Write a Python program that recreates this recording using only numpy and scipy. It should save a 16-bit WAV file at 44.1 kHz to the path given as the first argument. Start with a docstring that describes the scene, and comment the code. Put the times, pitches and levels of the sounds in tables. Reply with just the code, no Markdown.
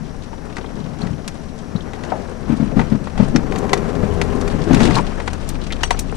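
"""Pickup cab on a rough trail

A six-cylinder pickup crawls over grassy ruts, heard from inside. The engine hums low, the tyres rumble
through the body and the suspension thumps. Loose trim and gear knock, creak and rattle; a vent hisses.
Of the two microphones, the right is weak in the bass and the left overloads on the big jolts."""
import sys
import numpy as np
from scipy import signal
from scipy.fft import rfft, irfft, next_fast_len
from scipy.io import wavfile
from scipy.ndimage import uniform_filter1d

SR = 44100
rng = np.random.default_rng(int(sys.argv[2]) if len(sys.argv) > 2 else 0)


def master(y):
    """Save y as 16-bit WAV."""
    cut = np.clip(np.atleast_2d(y).T, -1, 1)
    pcm = np.round(cut * 32767)  # scale
    wavfile.write(sys.argv[1], SR, pcm.astype(np.int16))


N = 271656
TIME = np.arange(N) / SR

# pitches at which the trim panels ring: f/Hz, width/Hz, level/dB
TRIM_PANELS = [(462, 78, 5), (749, 69, 4.5), (926, 35, 0.5), (1240, 770, -4.5), (1940, 110, -0.5),
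               (2440, 520, -6.5), (3000, 110, -20), (3890, 920, -4), (4580, 1500, -13), (6140, 2400, -1),
               (9470, 1400, -7)]
# tone of the cab's deep boom: f/Hz, level/dB
BOOM_TONE = [(40, -57), (62, -2), (100, -3.5), (125, 3.5), (175, 5), (240, 3), (300, -0.5), (360, -11),
             (600, -32), (3000, -70.5)]


def undb(db):
    """Turn decibels into a gain."""
    return 10 ** (np.asarray(db) / 20)


def unit(x):
    """Scale to an average (rms) level of 1."""
    return x / np.sqrt(np.mean(x ** 2))


def curves(table):
    """Join rows of (time, values) with straight lines: one curve per value column."""
    times, *columns = np.transpose(table)
    return [np.interp(TIME, times, column) for column in columns]


def add(out, start, x):
    """Mix x into out from start, in seconds."""
    i = max(int(start * SR), 0)
    out[..., i:i + x.shape[-1]] += x[..., :N - i]


def colour(x, points):
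    """Shape the tone of x along points of f/Hz, level/dB."""
    n = next_fast_len(x.shape[-1] + 4096)
    hz, db = np.transpose(points)
    log_gain = np.log(undb(np.interp(np.log(np.fft.rfftfreq(n, 1 / SR) + 1), np.log(hz), db)))
    cepstrum = irfft(log_gain, n)
    cepstrum[1:n // 2] *= 2  # folded so that the filter rings only after a hit
    cepstrum[n // 2 + 1:] = 0
    return irfft(rfft(x, n) * np.exp(rfft(cepstrum)), n)[..., :x.shape[-1]]


def resonate(x, hz, width):
    """Let x ring at one pitch; a narrower width rings longer."""
    return signal.lfilter(*signal.iirpeak(hz, hz / width, fs=SR), x)


def walk(rate):
    """A smooth random wobble that takes rate steps a second."""
    hold = int(SR / rate)
    steps = np.repeat(rng.standard_normal(N // hold + 1), hold)
    return unit(uniform_filter1d(uniform_filter1d(steps, hold), hold)[:N])


def stereo_noise(size, spread):
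    """Noise for left and right; more spread makes it wider."""
    mid, side = rng.standard_normal((2, size))
    return np.array([mid + spread * side, mid - spread * side])


def muffle(x, top_hz=12500):
    """Sound that comes through panels and ducts loses its highest treble."""
    return signal.sosfilt(signal.ellip(6, .5, 60, top_hz, fs=SR, output="sos"), x)


def vent():
    """Steady air hisses from the dashboard, with a faint thin whistle."""
    # tone of the air: f/Hz, level/dB
    air_tone = [(1500, -3.5), (3500, -3), (5000, 0), (5750, 6), (6500, -2.5), (8000, -9), (10500, -7.5),
                (12500, -19.5)]
    hiss = unit(colour(stereo_noise(N, .45), air_tone)) * undb(-53)
    whistle_hz = 7975 + 20 * walk(30)
    whistle = np.sin(2 * np.pi * np.cumsum(whistle_hz) / SR) * undb(-72 + 2 * walk(5))
    return hiss + whistle


def rattle(rattle_db):
    """Trim and twigs under the truck make countless tiny hits, each ringing mostly one panel."""
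    # tone of the rattle: f/Hz, level/dB
    rattle_tone = [(600, -4.5), (1200, 6), (1800, -4.5), (2600, 2.5), (4000, -1.5), (6500, -7),
                   (9000, -8.5), (12500, -34)]
    hits_per_s = 70 * undb(.6 * (rattle_db + 43))  # harder shaking, more hits
    fade, grains = undb(-60 / (.059 * SR)), 0
    for hz, width, _ in TRIM_PANELS[2:]:
        hits = rng.random(N) < hits_per_s / SR
        ticks = hits * undb(5.3 * np.minimum(rng.exponential(size=N), 4))
        bursts = stereo_noise(N, .96) * np.sqrt(signal.lfilter([1], [1, -fade ** 2], ticks ** 2))
        grains = grains + .3 * bursts + resonate(bursts, hz, 2 * width)
    return unit(colour(grains, rattle_tone)) * undb(rattle_db)


def creaks():
    """The seat and panels stick and slip in quick jerks that ring at one pitch."""
    # each creak: t/s, length/s, f/Hz, level/dB
    rubs = [(2.13, 0.048, 640, -28.5), (2.71, 0.033, 527, -29.5), (4.963, 0.039, 960, -19),
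            (5.7, 0.018, 2102, -33), (5.718, 0.017, 3475, -29)]
    out = np.zeros(N)
    for start, length, hz, db in rubs:
        times = np.cumsum(rng.uniform(.002, .006, size=40))
        times = times[times < length]
        slips = np.zeros(SR // 8)
        slips[(times * SR).astype(int)] = rng.uniform(.84, 1, len(times)) * (1 - .5 * times / length)
        ring = resonate(resonate(slips, hz, hz * .25), hz, hz * .7)
        add(out, start, ring * undb(db) / np.sqrt(np.sum(ring ** 2) / (length * SR)))
    return out


def clinks():
    """A small metal piece, shaken by some of the knocks, rings anew at each bounce."""
    # each shake: t/s, level/dB
    shakes = [(5.834, -25), (5.906, -29.5), (5.992, -39)]
    # notes of the metal: f/Hz, level/dB, time to fade by 60 dB/s
    metal_notes = [(3332, -5, .05), (4490, -7, .07), (5932, 0, .1), (7973, -6, .1), (9458, -7, .06)]
    hz, note_db, fade_s = np.transpose(metal_notes)[:, :, None]
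    out, t = np.zeros((2, N)), TIME[:SR // 4]
    for start, db in shakes:
        for delay in np.append(0, rng.uniform(.002, .022, size=3)):
            detune = 1 + .004 * rng.standard_normal(hz.shape)
            phase = 2 * np.pi * (hz * t * detune + rng.random((2, *hz.shape)))
            ring = np.sum(undb(db + note_db - 60 * t / fade_s) * np.sin(phase), axis=1)
            add(out, start + delay, ring * undb(-2.5 - 200 * delay))  # later bounces are softer
    return out


def taps(fade_s=.04):
    """Small hard parts chatter where they sit, each ringing around one pitch."""
    # each tap: t/s, f/Hz, level/dB
    hits = [(.66, 3400, -35), (1.017, 4240, -26), (1.762, 3900, -29), (1.806, 3420, -32), (2.12, 660, -12),
            (3.36, 5496, -16.5), (4.215, 2034, -19), (4.954, 4176, -12.5), (4.985, 2370, -19),
            (5.277, 2000, -18.5), (5.491, 14000, -35), (5.833, 2890, -9.5), (5.907, 892, -5.5),
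            (5.993, 14300, -27)]
    out, t = np.zeros((2, N)), TIME[:SR // 10]
    for start, hz, db in hits:
        chatter = stereo_noise(len(t), .69) * undb(-60 * t / fade_s)
        ring = resonate(resonate(chatter, hz, 180 + .06 * hz), hz, .6 * hz)
        add(out, start, ring / abs(ring).max() * undb(db + 1))
    return out


def shaking(rise_s=.037, fall_s=.045):
    """Extra decibels while a jolt shakes the whole truck: they rise, hold and fall."""
    # each jolt: t/s, length/s, boost/dB
    jolts = [(1.02, 0.048, 4.2), (2.11, 0.078, 2.63), (2.5, 0.018, 4.6), (2.783, .04, 7.7),
             (3.192, 0.082, 4.3), (4.708, 0.27, 6.1), (4.798, 0.058, 3.3)]
    return sum(db * np.interp(TIME, [at - rise_s, at, at + length, at + length + fall_s], [0, 1, 1, 0])
               for at, length, db in jolts)


def rolling(boom_db, tyre_db):
    """The cab sways and booms while the tyres crush grass and stones in uneven bites."""
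    # tones of the tyres and of the sway: f/Hz, level/dB
    tyre_tone = [(60, -37.5), (250, -17.5), (350, -1.5), (410, 0.5), (490, -3.5), (580, -3.5), (740, -5.5),
                 (870, -8), (1200, -11.5), (1700, -14), (3500, -31), (7000, -34.5), (12000, -49)]
    sway_tone = [(10, -12.5), (19, -11.5), (27, -6), (34, -13.5), (50, -22.5), (90, -17.5), (400, -74)]
    sway = unit(colour(stereo_noise(N, .082), sway_tone))
    boom = unit(colour(stereo_noise(N, .5), BOOM_TONE) * undb(1.3 * walk(14)))
    bites = undb(1.6 * walk(90))
    tyres = unit(colour(stereo_noise(N, .7) * bites, tyre_tone))
    return sway * undb(boom_db - 1.5) + boom * undb(boom_db + 2.5) + tyres * undb(tyre_db + 1)


def intake(pulses, phase):
    """With the throttle open, each firing gulps air and makes the intake drone."""
    # how loud the throttle makes the drone: t/s, level/dB
    throttle = [(0, -53.5), (2.5, -41), (3.35, -49), (3.55, -23.5), (3.9, -29), (4.4, -27.5), (4.8, -37.5),
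                (5.05, -48), (6.16, -44)]
    # pitches at which the intake rings: f/Hz, width/Hz, level/dB
    intake_notes = [(408, 55, 3.5), (490, 15, 1), (755, 32, -2), (1035, 94, -5)]
    gulps = pulses + .075 * rng.standard_normal(N) * (1 + np.cos(phase)) / 2
    ring = sum(undb(db) * resonate(gulps, hz, width) for hz, width, db in intake_notes)
    drone = colour(ring, [(150, -12.5), (380, -3.5), (1000, -10.5), (2000, -21.5), (6000, -16)])
    return unit(drone) * undb(curves(throttle)[0])


def engine(boom_db):
    """Six cylinders fire unevenly every two turns; mostly their lowest tones reach the cab."""
    # engine speed as a firing rate: t/s, f/Hz
    speed = [(0, 73.86), (1.1, 77.7), (1.5, 76.26), (2.25, 81.43), (2.9, 72.3), (3.3, 72.02), (3.9, 81.88),
             (4.45, 79.72), (5.15, 62.2), (5.5, 64.72), (5.8, 65.5), (6.16, 71.7)]
    # how hard the engine pulls on its mounts: t/s, level/dB
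    pull = [(0, -40), (1.3, -46.5), (1.85, -38.5), (2.38, -42), (2.52, -35.5), (3.6, -37), (4.0, -28.5),
            (4.9, -31), (6.16, -31.5)]
    # how the cab's body and air boost some pitches of the hum: f/Hz, level/dB
    cab_tone = [(32, 7), (40, 2.5), (62, -10.5), (75, -0.5), (82, 2), (100, -4), (160, -2.5)]
    firing_hz, pull_db = curves(speed) + curves(pull)
    phase = 2 * np.pi * np.cumsum(firing_hz * (1 + .006053 * walk(18))) / SR
    hum = 0
    # one row of cylinders, all six, the slightly faster fan, the octave above the firing
    for multiple, db in (.5, -1.4), (1, -1.2), (1.25, -5), (2, -4.5):
        cab_db = np.interp(multiple * firing_hz, *np.transpose(cab_tone))
        hum += undb(pull_db + db + cab_db + 2.7 * walk(9)) * np.sin(multiple * phase)
    firings = np.flatnonzero(np.diff(np.floor(phase / (2 * np.pi))))
    cylinder_db = np.resize([0, -2, 1, -2, -1, -3], len(firings))
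    pulses = np.zeros(N)
    pulses[firings] = undb(cylinder_db + 1.5 * rng.standard_normal(len(firings)))
    growl = colour(pulses, [(70, -31), (140, -.5), (230, -.5), (330, -8), (410, -8.5), (600, -19),
                            (1500, -57.5), (6000, -77)])
    return np.sqrt(2) * hum + unit(growl) * undb(boom_db - 5.5) + intake(pulses, phase)


def knocks(chatter_s=.004, crack_s=.00064):
    """Loose gear hits the trim, rings the panels and dies away in the padded cab."""
    # each knock, with its own loudness and brightness: t/s, level/dB, treble tilt/dB per octave
    hits = [(0.331, -9, -11), (.568, 5.5, -1), (.582, 3.5, -2.5), (0.644, -3.5, -8), (1.07, -1.5, -1.5),
            (1.278, 7, 5), (1.934, 0.5, -1), (2.036, 4.5, -2), (2.12, 2, -14.5), (2.283, -11, -10),
            (2.794, 12.5, -6.5), (2.813, 6, -6), (3.072, 2, -5), (3.177, 3, -4), (3.361, 15, -1),
            (3.522, 4.5, -2), (3.559, 8, -1.5), (3.585, -7.5, 9.5), (3.694, 5.5, -0.5), (3.732, 22.5, .5),
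            (3.776, 3, 1.5), (4.215, 15, 0.5), (4.413, 2, 3), (4.478, 4, 2.5), (4.732, 5.5, 4),
            (4.746, 15.5, 1.5), (4.804, 15.5, -2), (4.817, 5, 2.5), (4.852, 10, 3), (4.908, 9.5, -3),
            (4.955, 7.5, 3.5), (5.201, 6, -2.5), (5.277, 12.5, -1.5), (5.332, 0.5, 4), (5.49, -9, 13.5),
            (5.724, 5.5, 2), (5.833, 19, 0.5), (5.907, 18.5, 0.6), (5.946, -1, -6), (5.992, 2.5, 11),
            (6.125, -2, -7.5)]
    # tone of a knock before its tilt: f/Hz, level/dB
    knock_tone = [(150, -1), (400, -1), (850, 2), (2100, 1), (4400, -10), (8800, -17.5), (12500, -31),
                  (15500, -49)]
    tone_hz, tone_db = np.transpose(knock_tone)
    octaves = np.log2(np.maximum(tone_hz, 820) / 2040)  # the tilt pivots at 2040 Hz, flat below 820 Hz
    out, t = np.zeros((2, N)), TIME[:SR // 8]
    crack = 1 + undb(1) * np.exp(-t / crack_s)  # the first touch is the hardest
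    for start, db, tilt in hits:
        contact = stereo_noise(len(t), .45) * undb(-60 * np.maximum(t - chatter_s, 0) / .028)
        echo = stereo_noise(len(t), .7) * undb(-8 - 60 * t / .09)
        push = contact * crack + echo
        ring = .35 * push + sum(undb(gain) * resonate(push, hz, width) for hz, width, gain in TRIM_PANELS)
        ring /= np.sqrt(np.sum(ring ** 2) / 2)
        add(out, start, colour(ring, np.c_[tone_hz, tone_db + tilt * octaves]) * undb(db - 1.5))
    return out


def thumps(swell_s=.008, rebound_s=.027, lead_s=.03):
    """The axle strikes softly and rebounds; hard blows buzz the trim, and a weak boom hangs on."""
    # each thump: t/s at its peak, level/dB, f/Hz, rebound/dB relative to the first blow
    ruts = [(1.042, -18.5, 179, -4.5), (1.113, -18.5, 140, -5.5), (1.76, -12.5, 176, -23),
            (2.504, -10, 232, -1.5), (2.607, -10, 221, -2.5), (2.774, -8, 205, -4.5),
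            (2.927, -7.5, 211.5, -3.5), (3.205, -3, 192, -6), (3.357, -5.5, 246.8, -11),
            (4.039, -14, 180, -1), (4.55, -16, 206, -12), (4.678, -14.5, 329.2, -9), (4.714, -4, 257.2, -2),
            (4.77, -10.5, 197.5, -10), (4.82, -10.5, 222, -6), (4.853, -12.5, 352, -8)]
    buzz_tone = [(200, -14), (400, 0), (800, -7), (1600, -15), (5000, -32), (12000, -58)]
    out, t = np.zeros((2, N)), TIME[:SR // 4] - lead_s
    swell = np.exp(-.5 * (t / swell_s) ** 2)
    for at, blow_db, hz, rebound_db in ruts:
        for delay, db in (0, blow_db), (rebound_s, blow_db + rebound_db):
            phase = 2 * np.pi * (hz * t + rng.random())
            blow = swell * (np.sin(phase) + undb(-5) * (np.sin(.61 * phase) + np.sin(1.257 * phase)))
            boom = unit(colour(stereo_noise(len(t), .6), BOOM_TONE)) * (t > 0) * undb(-16 - 60 * t / .16)
            buzz = unit(colour(stereo_noise(len(t), .7), buzz_tone)) * swell * undb(-15 + .27 * db)
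            add(out, at + delay - lead_s, (blow + boom + buzz) * undb(db - 1.5))
    return out


def scene():
    """The trail sets the boom and the tyres, loose things rattle along, and jolts lift all three."""
    # roughness of the trail: t/s, boom level/dB, tyre level/dB
    trail = [(0, -37.5, -41), (.7, -35, -37.5), (1.55, -35, -40), (2.1, -36, -34.5), (2.38, -37, -37),
             (2.62, -28, -35), (3.08, -34, -37), (3.42, -24.5, -32.5), (3.8, -28.5, -30),
             (4.65, -25.5, -30.5), (5.0, -28, -29.5), (5.2, -35.5, -34.5), (5.7, -33, -35.5),
             (6.16, -33.5, -36)]
    # loose things rattle more as the ride goes on: t/s, level/dB
    looseness = [(0, -50.5), (1.6, -49.5), (3.6, -46.5), (4.6, -42.5), (5.0, -42), (6.16, -45)]
    boom_db, tyre_db, rattle_db = curves(trail) + curves(looseness)
    jolt_db = shaking()
    drive = engine(boom_db) + rolling(boom_db + jolt_db, tyre_db + jolt_db)
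    cab = rattle(rattle_db + jolt_db) + thumps() + vent() + clinks() + creaks()
    return muffle(drive + cab) + knocks() + taps()


def record(dry, top_hz=15500):
    """Two unequal microphones clip the loudest peaks and lose the highest treble."""
    # how much louder the left microphone is than the right: f/Hz, level/dB
    imbalance = [(25, 8), (60, 27.5), (110, 17.5), (190, 23), (300, 16.5), (450, 16.5), (750, 13),
                 (1290, 10.5), (2380, 7), (4400, 3), (8120, 5), (13000, -2)]
    hz, gap_db = np.transpose(imbalance)
    right_db = 20 * np.log10(2 / (1 + undb(gap_db)))
    left = colour(dry[0], np.c_[hz, right_db + gap_db])
    right = colour(dry[1], np.c_[hz, right_db])
    clipped = np.clip([left, right], -1, 1)
    return signal.sosfilt(signal.ellip(8, .2, 70, top_hz, fs=SR, output="sos"), clipped)


dry = scene()
out = record(dry)
master(out)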